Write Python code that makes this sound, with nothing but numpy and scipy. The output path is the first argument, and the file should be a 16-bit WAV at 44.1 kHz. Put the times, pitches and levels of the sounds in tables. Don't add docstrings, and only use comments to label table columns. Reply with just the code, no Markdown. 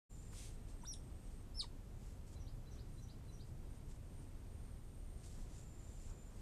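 import sys
import numpy as np
from scipy import signal
from scipy.fft import rfft, irfft, next_fast_len
from scipy.io import wavfile
from scipy.ndimage import map_coordinates

SR = 44100
rng = np.random.default_rng(int(sys.argv[2]) if len(sys.argv) > 2 else 0)


def to_wav(sig):
    pcm = np.clip(np.atleast_2d(sig), -1, 1) * 32767
    pcm = np.round(pcm).astype(np.int16)
    wavfile.write(sys.argv[1], SR, pcm.T)


N = 282681
WAKE_S = 0.093


def amp(db):
    return 10 ** (np.asarray(db) / 20)


def unit(x):
    return x / np.sqrt(np.mean(x ** 2) + 1e-20)


def along(points, hz):
    freqs, values = np.transpose(points)
    return np.interp(np.log(hz + 1), np.log(freqs + 1), values)


def clock():
    return np.arange(N) / SR


def wobble(rate_hz):
    return map_coordinates(rng.standard_normal(int(N * rate_hz / SR) + 4), [clock() * rate_hz])


def envelope(start, end, attack, release):
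    t = clock()
    return np.clip(np.minimum((t - start) / attack, (end - t) / release), 0, 1)


def filtered(x, response):
    size = next_fast_len(N + SR // 2)
    return irfft(rfft(x, size) * response(np.fft.rfftfreq(size, 1 / SR)), size)[:N]


def colour(x, spectrum):
    return unit(filtered(x, lambda hz: amp(along(spectrum, hz))))


def noise(spectrum):
    return colour(rng.standard_normal(N), spectrum)


def running_phase(hz):
    return 2 * np.pi * np.cumsum(hz) / SR


def rasp(hz, width_hz=680):
    phase = running_phase(hz)
    return unit(wobble(width_hz) * np.sin(phase) + wobble(width_hz) * np.cos(phase))


def echo(x, delay_s, db):
    return x + amp(db) * filtered(x, lambda hz: np.exp(-2j * np.pi * hz * delay_s))


# freq_hz, t60_s
THICKET_DECAY = [(500, .1), (2000, 0.17), (4200, 0.1297), (6000, 0.21), (10000, 0.16)]
# freq_hz, gain_db
THICKET_EQ = [(1000, -2), (3800, 2.5), (5400, -1), (7500, 4), (10500, 2.5), (14000, -4)]
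def thicket(x, wet_db, stretch, build_s):
    hz, t, spectra = signal.stft(rng.standard_normal(SR // 2), SR, nperseg=256)
    decay_db = -60 * t / (stretch * along(THICKET_DECAY, hz)[:, None])
    tail = signal.istft(spectra * amp(decay_db + along(THICKET_EQ, hz)[:, None]), SR, nperseg=256)[1]
    tail *= 1 - np.exp(-(np.arange(len(tail)) / SR / build_s) ** 2)
    return x + amp(wet_db) * signal.fftconvolve(x, tail / np.linalg.norm(tail))[:N]


# freq_hz, gain_db
RUMBLE_EQ = [(12, -34), (20, 0.5), (30, 2), (39, -3), (54, -5), (92, -7.5), (168, -16.5), (225, -19),
             (273, -21.5), (443, -27), (512, -29), (652, -32), (1520, -41.5), (3910, -47.5), (6500, -50),
             (8450, -93), (14300, -120)]
# freq_hz, gain_db
HISS_EQ = [(3000, -29), (5500, -7), (7000, 2.5), (8500, 3), (10000, -1), (12000, -1.5), (14000, -3)]
def background(rumble_db=-50.5, sway_db=0.52, rise_db=2, full_s=0.268, hiss_db=-76):
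    fade_db = rise_db * np.clip((clock() - full_s) / (full_s - WAKE_S), -1, 0)
    rumble = amp(rumble_db + fade_db + sway_db * wobble(7.5)) * noise(RUMBLE_EQ)
    return rumble + amp(hiss_db) * noise(HISS_EQ)


# freq_hz, gain_db
DRONE_EQ = [(60, -27), (100, -3.5), (127, -5), (150, -12.5), (260, -31), (900, -83)]
def drone(level_db=-59.5):
    return amp(level_db) * envelope(2.15, 4.77, attack=0.33, release=1) * noise(DRONE_EQ)


# start_s, end_s, pitch_hz, level_db
HELD_BUZZES = [(.05, 1.463, 8440, -77.5), (3.4, 5.3, 8650, -85.5), (5.5, 6.5, 8680, -83)]
# peak_s, rise_s, level_db
BUZZ_SURGES = [(2.54, .06, -83), (2.96, .07, -77.5), (3.351, 0.1, -76.5), (3.76, .09, -76),
               (4.209, .16, -75.5), (4.662, 0.23, -76.5), (5.14, 0.26, -76)]
def insect_buzz(rest_hz=8560, lift_hz=292, fall_ratio=0.58, edge_s=0.039, ragged_db=1.5):
    held = sum(amp(db) * envelope(start, end, edge_s, edge_s) * rasp(np.full(N, hz))
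               for start, end, hz, db in HELD_BUZZES)
    effort, gain = np.zeros(N), np.zeros(N)
    for peak, rise, db in BUZZ_SURGES:
        t = clock() - peak
        swell = np.exp(-(t / np.where(t < 0, rise, fall_ratio * rise)) ** 2)
        effort += swell
        gain += amp(db) * swell
    surges = gain * rasp(rest_hz + lift_hz * effort)
    return (held + surges) * amp(ragged_db * wobble(60))


# start_s, end_s, attack_s, level_db
TRILL_BOUTS = [(0.073, .37, 0.044, -71.5), (5.456, 6.327, 0.14, -72.5)]
def insect_trill(pitch_hz=7230, swing_hz=125, strokes_hz=23, depth_db=4.0, rasp_hz=140):
    bouts = sum(amp(db) * envelope(start, end, attack, release=0.054)
                for start, end, attack, db in TRILL_BOUTS)
    stroke = running_phase(strokes_hz * (1 + 0.0206 * wobble(4.5)))
    hz = pitch_hz + swing_hz * np.cos(stroke) + rasp_hz * wobble(700)
    pulses = np.sin(running_phase(hz)) * amp(depth_db * np.sin(stroke))
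    return bouts * unit(thicket(pulses, wet_db=-5.0, stretch=0.69, build_s=0.0059))


# delay_s, length_s, first_hz, last_hz, level_db, jitter_ratio
BIRD_NOTES = [(0, 0.024, 3996, 4044, -71.5, 0.0068), (0.041, 0.0363, 6260, 5490, -67.5, 0.0225),
              (0.096, .03, 3220, 3080, -75.5, .035), (.111, .033, 3390, 5220, -65.5, 0.014)]
# start_s, trim_db, stretch_ratio
BIRD_PHRASES = [(2.352, -1, 1.01), (2.662, -1, 1.028), (2.972, 0, 1.0), (3.277, 0, 1.04)]
def bird(trim_db=-4, bend=0.85, arch=0.61):
    song = np.zeros(N)
    for start, phrase_db, stretch in BIRD_PHRASES:
        waver = wobble(700)
        for delay, length, first_hz, last_hz, db, jitter in BIRD_NOTES:
            onset = start + stretch * delay
            progress = np.clip((clock() - onset) / (stretch * length), 0, 1)
            hz = first_hz + (last_hz - first_hz) * progress ** bend
            swell = (4 * progress * (1 - progress)) ** arch
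            song += swell * amp(db + phrase_db) * np.sin(running_phase(hz * (1 + jitter * waver)))
    with_bush_echo = echo(song, delay_s=0.032, db=-12)
    return amp(trim_db) * thicket(with_bush_echo, wet_db=2.5, stretch=1.1, build_s=0.0009)


def presses(rows):
    return sum(amp(db) * np.exp(-0.5 * ((clock() - peak) / half) ** 2) for peak, half, db in rows)


# peak_s, half_length_s, level_db
LEAF_STEPS = [(.22, 0.077, -75), (.53, 0.031, -71.5), (0.706, 0.021, -69.5), (1.294, 0.066, -76.5),
              (2.08, 0.072, -72.5), (2.283, 0.013, -70), (2.335, 0.017, -68.5), (2.75, 0.02, -73.5),
              (3.0, 0.084, -77), (3.48, 0.0315, -76.5), (3.76, .015, -76), (3.908, 0.015, -69),
              (3.955, .016, -75), (4.23, 0.016, -76), (5.252, 0.013, -70.5), (5.30, 0.076, -68),
              (5.42, 0.028, -73.5), (5.568, 0.059, -68), (5.92, 0.089, -72.5), (6.04, 0.03, -74),
              (6.097, 0.02, -70), (6.39, 0.053, -71.5)]
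# freq_hz, gain_db
LEAF_EQ = [(700, -15.5), (2000, -9), (4000, -6.5), (6000, -3.5), (8000, 0), (9500, -7), (11500, -14),
           (14000, -39)]
# peak_s, half_length_s, level_db
SOIL_STEPS = [(5.385, .012, -69), (6.112, 0.0165, -71), (6.31, 0.04, -74)]
# freq_hz, gain_db
SOIL_EQ = [(200, -18), (600, 3.5), (1500, -3), (2500, -15), (5000, -30)]
def paw_steps(grain_db=2.0, clump_db=1.0, snaps_per_s=64, snap_db=-11):
    crackle = rng.standard_normal(N) * amp(grain_db * wobble(1100) + clump_db * wobble(130))
    snaps = (rng.random(N) < snaps_per_s / SR) * rng.uniform(0.5, 1, N)
    litter = colour(unit(crackle) + amp(snap_db) * unit(snaps), LEAF_EQ)
    return presses(LEAF_STEPS) * litter + presses(SOIL_STEPS) * noise(SOIL_EQ)


# freq_hz, gain_db
SNOUT_EQ = [(530, -49), (900, -15), (942, -16), (1030, -13), (1460, -18.5), (2110, -9.5), (5920, -7),
            (6640, -7), (9050, -4.5), (14000, -25.5)]
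def snuffle(start_s=0.3, end_s=0.526, level_db=-59.5, nose_hz=5840, rise_hz_per_s=2200, nose_db=-7.5):
    puff = envelope(start_s, end_s, attack=0.074, release=0.07)
    age = np.clip(clock() - start_s, 0, end_s - start_s)
    whistle = amp(nose_db) * age / age.mean() * rasp(nose_hz + rise_hz_per_s * age, width_hz=280)
    return puff * amp(level_db + 0.67 * wobble(86)) * (noise(SNOUT_EQ) + whistle)


# freq_hz, gain_db
SNORT_EQ = [(500, -30), (950, 0), (1400, -7), (2300, -6), (3200, -25)]
def snort(start_s=0.322, length_s=0.023, level_db=-61.5):
    burst = envelope(start_s, start_s + length_s, length_s / 2, length_s / 2)
    return amp(level_db) * burst * noise(SNORT_EQ)


# start_s, end_s, centre_hz, width_hz, level_db
THROAT_WHEEZES = [(0.813, 0.838, 5955, 593.6, -65), (0.834, 0.86, 8740, 2660, -62.5)]
def wheezes():
    air = np.zeros(N)
    for start, end, hz, width_hz, db in THROAT_WHEEZES:
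        edge_s = (end - start) / 2
        air += amp(db) * envelope(start, end, edge_s, edge_s) * rasp(np.full(N, hz), width_hz)
    return air


def voice(rows, jitter, flutter_db, dive_hz_per_s=60000, mouth_hz=3750, mouth_width_hz=220, mouth_db=11.5):
    times, *columns = np.transpose(rows)
    hz, db, octave_db = [np.interp(clock(), times, column) for column in columns]
    strain = 1 + 1.5 * np.clip(-np.gradient(hz) * SR / dive_hz_per_s, 0, 1)
    phase = running_phase(hz * (1 + strain * jitter * wobble(700)))
    flare = amp(mouth_db * np.exp(-((hz - mouth_hz) / mouth_width_hz) ** 2))
    treble_pass = np.clip((11300 - 3 * hz) / 1500, 0, 1)
    overtones = np.sin(2 * phase) + amp(-8) * treble_pass * np.sin(3 * phase)
    gain = amp(db) * envelope(times[0], times[-1], attack=0.002, release=0.002)
    flutter = amp(strain * flutter_db * wobble(300))
    return gain * flutter * (flare * np.sin(phase) + amp(octave_db) * overtones)


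# (overtone, relative to level_db)
YELP_CURVES = [
    [(.832, 854, -51, -28), (.841, 980, -57.5, -18), (.846, 1200, -65, -9), (.851, 1480, -57, -17),
     (.854, 1650, -61.5, -22)],
    [(1.625, 1190, -58, -2), (1.634, 1190, -61, -5), (1.641, 1005, -61.5, -3), (1.647, 930, -54, -13),
     (1.654, 846, -65, -16)],
]
# time_s, pitch_hz, level_db, octave_db
SQUEAK_CURVES = [
    [(.853, 3350, -59, -2), (.858, 3790, -65.5, -4), (.863, 4600, -64, -4), (.871, 5540, -53, -19),
     (.880, 5750, -50, -21), (.888, 5840, -45, -20.5), (.905, 5770, -47, -33), (.922, 5410, -49, -15),
     (.930, 5120, -60.5, 5.5), (.935, 4460, -64.5, 16), (.939, 3630, -60, 0), (.943, 2760, -57, -1)],
    [(1.543, 5033, -63, -20), (1.560, 5380, -57, -17.5), (1.578, 5376, -48.5, -17),
     (1.586, 5380, -45.5, -15.5), (1.591, 5230, -49.5, -8), (1.596, 5030, -37.5, -17.5),
     (1.607, 4170, -38, -13), (1.613, 3700, -50.5, -7), (1.619, 3190, -57.5, -2), (1.629, 2720, -63, -8)],
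]
def otter_calls(squeak_trim_db=0.1, wheeze_trim_db=-1):
    squeaks = sum(voice(rows, jitter=0.0033, flutter_db=-0.4) for rows in SQUEAK_CURVES)
    yelps = sum(voice(rows, jitter=0.021, flutter_db=3.0) for rows in YELP_CURVES)
    breath = amp(wheeze_trim_db) * wheezes()
    with_trunk_echo = echo(amp(squeak_trim_db) * squeaks, delay_s=0.01, db=-12.5)
    return (thicket(with_trunk_echo, wet_db=-7, stretch=0.97, build_s=0.0039)
            + thicket(yelps + breath, wet_db=-10, stretch=0.59, build_s=0.0045))


def scene():
    animals = otter_calls() + snuffle() + snort() + bird() + insect_trill() + insect_buzz()
    return (animals + paw_steps() + background() + drone())[None]


def record(dry, fade_s=0.017, top_hz=14000):
    awake = np.clip((clock() - WAKE_S) / fade_s, 0, 1)
    return filtered(dry[0] * awake, lambda hz: hz < top_hz)[None]


dry = scene()
out = record(dry)
to_wav(out)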